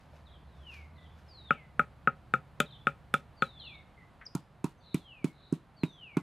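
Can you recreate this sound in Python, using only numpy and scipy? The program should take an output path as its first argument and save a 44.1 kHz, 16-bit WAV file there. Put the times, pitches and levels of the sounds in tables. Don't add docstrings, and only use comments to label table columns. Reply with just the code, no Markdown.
import sys
import numpy as np
from scipy import signal
from scipy.fft import rfft, irfft
from scipy.io import wavfile
from scipy.ndimage import uniform_filter1d

SR = 44100
rng = np.random.default_rng(int(sys.argv[2]) if len(sys.argv) > 2 else 0)


def bounce(signal):
    frames = np.transpose(np.atleast_2d(signal))
    limited = np.clip(frames, -1, 1)
    pcm = np.round(limited * 32767).astype(np.int16)
    wavfile.write(sys.argv[1], SR, pcm)


N = 274302
TIME = np.arange(N) / SR
AGE = np.arange(SR // 4) / SR
MOVE_S = 4.15


def amp(db):
    return 10 ** (np.asarray(db) / 20)


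def unit(x):
    return x / np.sqrt(np.mean(x ** 2) + 1e-20)


def read(points, hz):
    f, value = np.transpose(points)
    return np.interp(np.log(hz + 1), np.log(f + 1), value)


def level(curve):
    return amp(np.interp(TIME, *np.transpose(curve)))


def add(mix, s, sound):
    start = max(round(s * SR), 0)
    part = mix[..., start:][..., :sound.shape[-1]]
    part += sound[..., :part.shape[-1]]


def colour(x, spectrum):
    hz = np.fft.rfftfreq(len(x), 1 / SR)
    return unit(irfft(rfft(x) * amp(read(spectrum, hz)), len(x)))


def noise(spectrum, size):
    return colour(rng.standard_normal(size), spectrum)


def decay(t60):
    return np.exp(-np.log(1000) * AGE / t60)


def swell(rise):
    return 1 - np.exp(-AGE / rise)


def burst(spectrum, t60, rise):
    puff = noise(spectrum, len(AGE)) * decay(t60) * swell(rise) ** 2
    return unit(puff) * np.sqrt(.018 / AGE[-1])


def pan(x, left_db):
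    return x * amp([[left_db / 2], [-left_db / 2]])


def ports(pair, width):
    return pair[0] + width * pair[1] * np.array([[1], [-1]])


def scatter(x, t60s, delay, width):
    out = np.zeros((2, N))
    for k in range(3):
        hz, t, z = signal.stft(rng.standard_normal((2, SR // 2)), SR, nperseg=256)
        band_decay = np.exp(-np.log(1000) * t / read(t60s, hz)[:, None])
        tail = signal.istft(z * band_decay, SR, nperseg=256)[1]
        tail = np.pad(tail / np.linalg.norm(tail[0]), ((0, 0), (round(delay * SR), 0)))
        share = np.sqrt(2 / 3) * np.cos(np.pi * (TIME + k / 3))
        out += signal.fftconvolve((x * share)[None], tail, axes=1)[:, :N]
    return ports(out, width)


def grains(size, per_s, spread_db):
    sizes = amp(spread_db * np.minimum(rng.exponential(1, size), 4))
    return rng.standard_normal(size) * sizes * (rng.random(size) < per_s / SR)


def outdoors():
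    # (frequency [Hz], relative level [dB per Hz])
    air_colour = [(15, -34), (25, -9.5), (49, -1.5), (74, -1.5), (137, 0), (263, -10.5), (416, -14.5),
                  (695, -11.5), (1040, -14), (1840, -21.5), (4370, -32.5), (5570, -41), (12200, -44),
                  (13600, -55.5), (16000, -71)]
    # (frequency [Hz], relative level [dB per Hz])
    rumble_colour = [(35, -22.5), (60, -9), (85, 5), (110, 24.5), (150, 29), (210, 8), (330, -27)]
    # (time [s], level [dB])
    rumble_curve = [(0, -74), (.5, -70.5), (1.4, -64), (3, -59.5), (3.9, -70.5), (6.2, -75.5)]
    air_curve = [(MOVE_S, -58.5), (MOVE_S + 0.27, -60.5)]  # (time [s], level [dB])
    air = ports([noise(air_colour, N), noise(air_colour, N)], width=0.21) * level(air_curve)
    rumble = ports([noise(rumble_colour, N), noise(rumble_colour, N)], width=0.2) * level(rumble_curve)
    return pan(air + rumble, left_db=-1.05)


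def hum(hz, db, octave_db):
    waver, throb = (unit(uniform_filter1d(row, 4000)) for row in rng.standard_normal((2, len(hz))))
    turn = 2 * np.pi * np.cumsum(hz * (1 + 0.011 * waver)) / SR
    wave = np.sqrt(2) * (np.sin(turn) + amp(octave_db) * np.sin(2 * turn))
    return wave * amp(db + 1.3 * throb) * signal.windows.tukey(len(hz), .03)


def engines():
    idle_hz, idle_start_hz, settle_s = 70.5, 76.7, 0.8
    idle_db, idle_fade_db_per_s = -59, 1.4
    rev_s, rev_length_s, rev_top_s, rev_width_s = 0.18, 1.35, 1.1, .55
    rev_low_hz, rev_top_hz = 56.17, 83.3
    rev_db, rev_ends_db = -55.5, -11

    settling_hz = idle_hz + (idle_start_hz - idle_hz) * np.exp(-TIME / settle_s)
    idle = hum(settling_hz, idle_db - idle_fade_db_per_s * TIME, octave_db=-12.5)
    out = idle * np.clip((MOVE_S - TIME) * 10, 0, 1)

    u = np.linspace(0, 1, round(rev_length_s * SR))
    throttle = np.exp(-((rev_s + u * rev_length_s - rev_top_s) / rev_width_s) ** 2)
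    rev_hz = rev_low_hz + (rev_top_hz - rev_low_hz) * throttle
    add(out, rev_s, hum(rev_hz, rev_db + rev_ends_db * (2 * u - 1) ** 2, octave_db=-13))
    return pan(out, left_db=-1)


def tone(hz, flutter_db):
    waver, flutter = (unit(uniform_filter1d(uniform_filter1d(row, size=300), size=200))
                      for row in rng.standard_normal((2, len(hz))))
    pitch = hz * (1 + .01 * waver)
    return np.sqrt(2) * np.sin(2 * np.pi * np.cumsum(pitch) / SR) * amp(flutter_db * flutter)


def slur(length, first_hz, last_hz):
    u = np.linspace(0, 1, round(length * SR))
    hz = last_hz + (first_hz - last_hz) * (1 - u) ** 2
    return tone(hz, flutter_db=6.0) * signal.windows.tukey(len(u), .5)


def whistle(length, first_hz, last_hz, lift_hz, opening_db):
    # (share of its length [0-1], share of its fall in log pitch [0-1], relative level [dB])
    song = [(0, 0, -18), (.1, .14, -8), (.24, .27, -5), (.42, .42, -11), (.6, .635, -1), (.72, .82, -4),
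            (.85, .945, -9), (1, 1, -16)]
    linger_at, linger_width = .5, .11
    opening_share = .6
    u = np.linspace(0, 1, round(length * SR))
    at, fall, db = np.transpose(song)
    hz = first_hz * (last_hz / first_hz) ** np.interp(u, at, fall)
    hz = hz + lift_hz * np.exp(-((u - linger_at) / linger_width) ** 2)
    opening = opening_db * np.maximum(1 - (u / opening_share) ** 2, 0)
    loudness = amp(np.interp(u, at, db) + opening)
    return tone(hz, flutter_db=2.5) * loudness * signal.windows.tukey(len(u), .06)


def birds():
    # (time [s], length [s], first pitch [Hz], last pitch [Hz],
    # lift halfway [Hz], level [dB], opening against the rest [dB])
    whistles = [(0.403, 0.47, 4830, 2108, 40, -51, -27.5), (1.275, .395, 5420, 1974, 449.5, -54, 3),
                (3.358, 0.48, 4886, 2107, 169, -52, -2), (4.789, .53, 4800, 2142, 70, -55, -13),
                (5.756, .48, 4776, 2035, 90, -52, -5)]
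    # (time [s], length [s], first pitch [Hz], last pitch [Hz], level [dB],
    # echo from the trees [dB])
    chirps = [(0.937, 0.13, 2154, 1958, -74.5, -2), (3.96, 0.076, 2130, 2000, -71, 1),
              (4.252, .03, 6250, 4690, -54.5, -11.5), (4.77, 0.074, 6200, 6030, -86, -3),
              (5.86, 0.096, 6070, 6130, -83.5, -5)]
    # (time [s], length [s], top [Hz], bottom [Hz], level [dB])
    trills = [(4.772, 0.24, 4420, 3450, -58.5), (5.268, 0.28, 4330, 3450, -63.5)]
    # (delay [s], length [s], first pitch [Hz], last pitch [Hz], relative level [dB])
    phrase = [(0, 0.064, 4480, 3200, -5), (0.052, .07, 4500, 3080, -3), (.132, .05, 3250, 3570, -12)]
    # (time [s], level [dB], pitch shift [Hz])
    phrase_calls = [(.25, -65, -32), (.955, -67, -2.5), (2.648, -61, -38), (3.586, -54.5, 157)]
    # (frequency [Hz], time to fall 60 dB [s])
    trees_t60 = [(2000, 0.34), (5000, 0.37)]
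    near, deep = np.zeros((2, N))

    def call(s, sound, echo_db):
        add(near, s, sound)
        add(deep, s, amp(echo_db) * sound)

    for s, length, first_hz, last_hz, lift_hz, db, opening_db in whistles:
        call(s, amp(db) * whistle(length, first_hz, last_hz, lift_hz, opening_db), echo_db=-5)
    for s, db, shift_hz in phrase_calls:
        for delay, length, first_hz, last_hz, note_db in phrase:
            note = slur(length, first_hz + shift_hz, last_hz + shift_hz)
            call(s + delay, amp(db + note_db) * note, echo_db=-1)
    for s, length, first_hz, last_hz, db, echo_db in chirps:
        call(s, amp(db) * slur(length, first_hz, last_hz), echo_db)
    for s, length, top_hz, bottom_hz, db in trills:
        fall = (np.arange(0, length, 1 / SR) * 28) % 1
        notes = tone(top_hz + (bottom_hz - top_hz) * fall, flutter_db=3) * np.sqrt(np.sin(np.pi * fall))
        add(deep, s, amp(db) * notes * signal.windows.tukey(len(fall), .9))
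    return pan(near, left_db=1) + scatter(deep, trees_t60, delay=0.0051, width=0.29)


def handling():
    # (time of the peak [s], level [dB])
    rustles = [(.01, -71), (.16, -69.5), (.58, -73), (.745, -60), (1.04, -77), (1.19, -71), (1.299, -74.5)]
    # (frequency [Hz], relative level [dB per Hz])
    rustle_colour = [(400, -6.5), (1500, 14.5), (5500, 5), (8000, -6), (12000, -6.5), (15500, -17)]
    # (time [s], centre [Hz], level [dB], time to fall 60 dB [s])
    bumps = [(0.133, 665, -58, 0.11), (0.925, 173, -57.5, 0.15), (4.211, 1650, -51, 0.15)]
    rise_db_per_s, fall_db_per_s = 218, 150
    strokes = np.zeros(N)
    for s, db in rustles:
        drop_db = np.maximum((s - TIME) * rise_db_per_s, (TIME - s) * fall_db_per_s)
        strokes += amp(db - drop_db)
    fibres = [colour(grains(N, per_s=4000, spread_db=1.5), rustle_colour) for _ in range(2)]
    out = ports(fibres, width=0.22) * strokes
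    for s, hz, db, t60 in bumps:
        bump_colour = [(hz / 3, -30), (hz * .8, 0), (hz * 1.25, 0), (hz * 8, -80)]
        add(out, s, amp(db) * burst(bump_colour, t60, rise=.0007))
    return pan(out, left_db=2.0)


def ring(mode, rise):
    hz, db, t60, direction = mode
    swing = np.sign(direction) * amp(db) * np.sin(2 * np.pi * hz * AGE) * decay(t60) * swell(rise)
    return signal.sosfilt(signal.butter(4, 4200, fs=SR, output="sos"), swing)


def grip(after_s, db):
    return amp(db) + (1 - amp(db)) * np.exp(-(AGE / after_s) ** 4)


def tick(db, t60, rise):
    # (frequency [Hz], relative level [dB per Hz])
    tick_colour = [(2500, -28.5), (4400, -7), (5400, -8.5), (7200, -2.5), (9500, -5.5), (12000, -9.5),
                   (15000, -21.5)]
    top_hz = np.clip(14350 + 182 * (db + 45.5), SR / 8, SR / 2.2)
    lowpass = signal.butter(6, top_hz, fs=SR, output="sos")
    return amp(db) * signal.sosfilt(lowpass, burst(tick_colour, t60, rise))


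def grit(t60, rise):
    # (frequency [Hz], relative level [dB per Hz])
    grit_colour = [(1500, -8.5), (3500, -6.5), (5500, -13.5), (8000, -13.5), (12000, -19.5), (15500, -29)]
    crackle = grains(len(AGE), per_s=5000, spread_db=2.5)
    return colour(crackle, grit_colour) * decay(t60) * swell(rise)


def far_stake():
    # (time [s], ground thump [dB], soil firmness [dB per octave], lowest turf mode [Hz],
    # wooden clack [dB], crack [dB], tick [dB], relative grit [dB], left-right difference [dB])
    thuds = [(4.351, -3, -3.5, 151.5, -45, -59.5, -47.5, -67.5, -1.7),
             (4.643, -1.5, 0, 154.2, -41.5, -51.5, -50.5, -65, -4),
             (4.9445, 1, -1.5, 155.3, -52, -45, -48, -63.5, -1.5),
             (5.244, 0.5, 2, 151, -50, -47.5, -53, -64.5, -4),
             (5.5254, 0.9, 2.5, 149, -52.5, -75.5, -57, -69, -3),
             (5.8346, 1.5, 0, 150.6, -49, -41, -61.5, -69, -3.6),
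             (6.1697, 2.5, 2, 153, -41, -44.5, -55, -69, -1.7)]
    # (frequency [Hz], relative level [dB], time to fall 60 dB [s], direction of first swing [+1 or -1])
    turf_modes = [(151.5, -21, 0.074, 1), (194.5, -30, 0.09, -1), (275.7, -16, 0.031, -1),
                  (403.3, -26.5, 0.029, 1)]
    # (frequency [Hz], relative level [dB per Hz])
    crack_colour = [(1500, -3.5), (2000, -1), (2450, 8), (3200, -9.5), (3950, -8.5), (4700, -23),
                    (6000, -30)]
    # (frequency [Hz], relative level [dB per Hz])
    clack_colour = [(400, -43), (600, 1), (720, -4.5), (950, 6.5), (1200, -2), (1420, 0), (1750, -25),
                    (2400, -53)]
    out = np.zeros((2, N))
    choke = grip(after_s=0.021, db=-6)
    for s, thump_db, firm_db, lowest_hz, clack_db, crack_db, tick_db, grit_db, left_db in thuds:
        pitch = lowest_hz / turf_modes[0][0]
        thud = np.zeros(len(AGE))
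        for hz, *rest in turf_modes:
            firmness = amp(firm_db * np.log2(hz / 200))
            thud += firmness * ring((hz * pitch, *rest), rise=0.00048)
        add(out, s, pan(amp(thump_db) * thud * choke, left_db))
        clack = amp(clack_db) * burst(clack_colour, t60=0.11, rise=0.000078)
        crack = amp(crack_db) * burst(crack_colour, t60=0.044, rise=0.00037)
        touch = tick(tick_db, t60=.012, rise=.0015)
        add(out, s - .001, pan(clack, left_db=-2.2) + crack + touch)
        loose = [grit(t60=0.19, rise=0.0043) for _ in range(2)]
        add(out, s, amp(grit_db + 13.5) * ports(loose, width=0.44))
    return out


def near_stake():
    # (time [s], ring [dB], ground thump [dB], relative hardness of contact [dB], tick [dB],
    # relative grit [dB], left-right difference of the ring [dB])
    knocks = [(1.5069, 1, -1.5, -7, -67, -77.5, 3), (1.7943, 1.5, -1.5, -11, -59, -73.5, 2.5),
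              (2.0737, 2, -0.5, -16.5, -74, -87, 2.5), (2.338, 0.1, -2, -6, -59.5, -75, 3),
              (2.6024, -4, 2, 14.5, -39.5, -67.5, 2.5), (2.8698, -0.8, -2.5, 1, -59.5, -75, 4),
              (3.14, -0.5, -1.5, 7.5, -45, -66, -2), (3.4223, -1.5, -1.5, 6, -57, -70, 3.5)]
    # (frequency [Hz], relative level [dB], time to fall 60 dB [s], direction of first swing [+1 or -1])
    stick_modes = [(143.3, -29.5, 0.11, 1), (231, -23.5, 0.043, -1), (401, -26, .031, -1),
                   (564, -31, 0.087, 1), (789, -25, 0.021, 1), (1279.3, -13.5, 0.052, -1),
                   (1386, -17, 0.063, -1), (1428, -4.5, 0.011, 1), (1704, -15.5, 0.0069, 1),
                   (2308, -27.5, 0.025, -1), (2543, -19.5, 0.013, 1), (3500, -26, 0.012, 1)]
    # (frequency [Hz], relative level [dB per Hz])
    crack_colour = [(1200, -8.5), (1900, -5), (2550, -5.5), (3050, -2), (3550, -2), (4300, -21.5),
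                    (5500, -58.5)]
    spot_spread_db = 1.5
    out = np.zeros((2, N))
    choke = grip(after_s=0.035, db=-13.5)
    for s, ring_db, thump_db, hard_db, tick_db, grit_db, left_db in knocks:
        soil = 1 + 0.046 * rng.standard_normal()
        for hz, *rest in stick_modes:
            if hz < 700:
                thump = amp(thump_db) * ring((hz * soil, *rest), rise=0.00057)
                add(out, s, pan(thump, left_db=1.5))
            else:
                reach = np.clip((hz - 2100) / 1400, 0, 1)
                spot_db = spot_spread_db * rng.standard_normal() * (hz > 1600)
                gain = amp(ring_db + reach * hard_db + spot_db)
                add(out, s, pan(gain * ring((hz, *rest), rise=0.00063) * choke, left_db))
        crack = amp(hard_db - 49.5) * burst(crack_colour, t60=0.03, rise=0.00036)
        touch = tick(tick_db, t60=0.016, rise=0.00028)
        add(out, s - .0007, pan(crack + touch, left_db=4.2))
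        jerk = amp(tick_db - 14.0) * grit(t60=0.028, rise=0.00094)
        add(out, s + 0.0042, pan(jerk, left_db=2.5))
        loose = [grit(t60=0.18, rise=0.0066) for _ in range(2)]
        add(out, s, amp(grit_db + 16) * ports(loose, width=.3))
    return out


def scene():
    # (frequency [Hz], time to fall 60 dB [s])
    yard_t60 = [(150, 0.2), (500, 0.2), (1400, 0.15), (2600, 0.15), (10000, 0.066)]
    near, far = near_stake(), far_stake()
    sent = amp(-17) * near.mean(0) + amp(-21.5) * far.mean(0)
    middle = signal.sosfilt(signal.butter(1, [1000, 1800], "bandpass", fs=SR, output="sos"), sent)
    swallowed = sent - 0.68 * middle
    echoes = scatter(swallowed, yard_t60, delay=.01, width=0.16)
    return outdoors() + engines() + birds() + handling() + echoes + far + near


def record(dry):
    lowpass = signal.firwin(511, 15700, window=("kaiser", 9), fs=SR)
    return signal.oaconvolve(dry, lowpass[None], "same")


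dry = scene()
out = record(dry)
bounce(out)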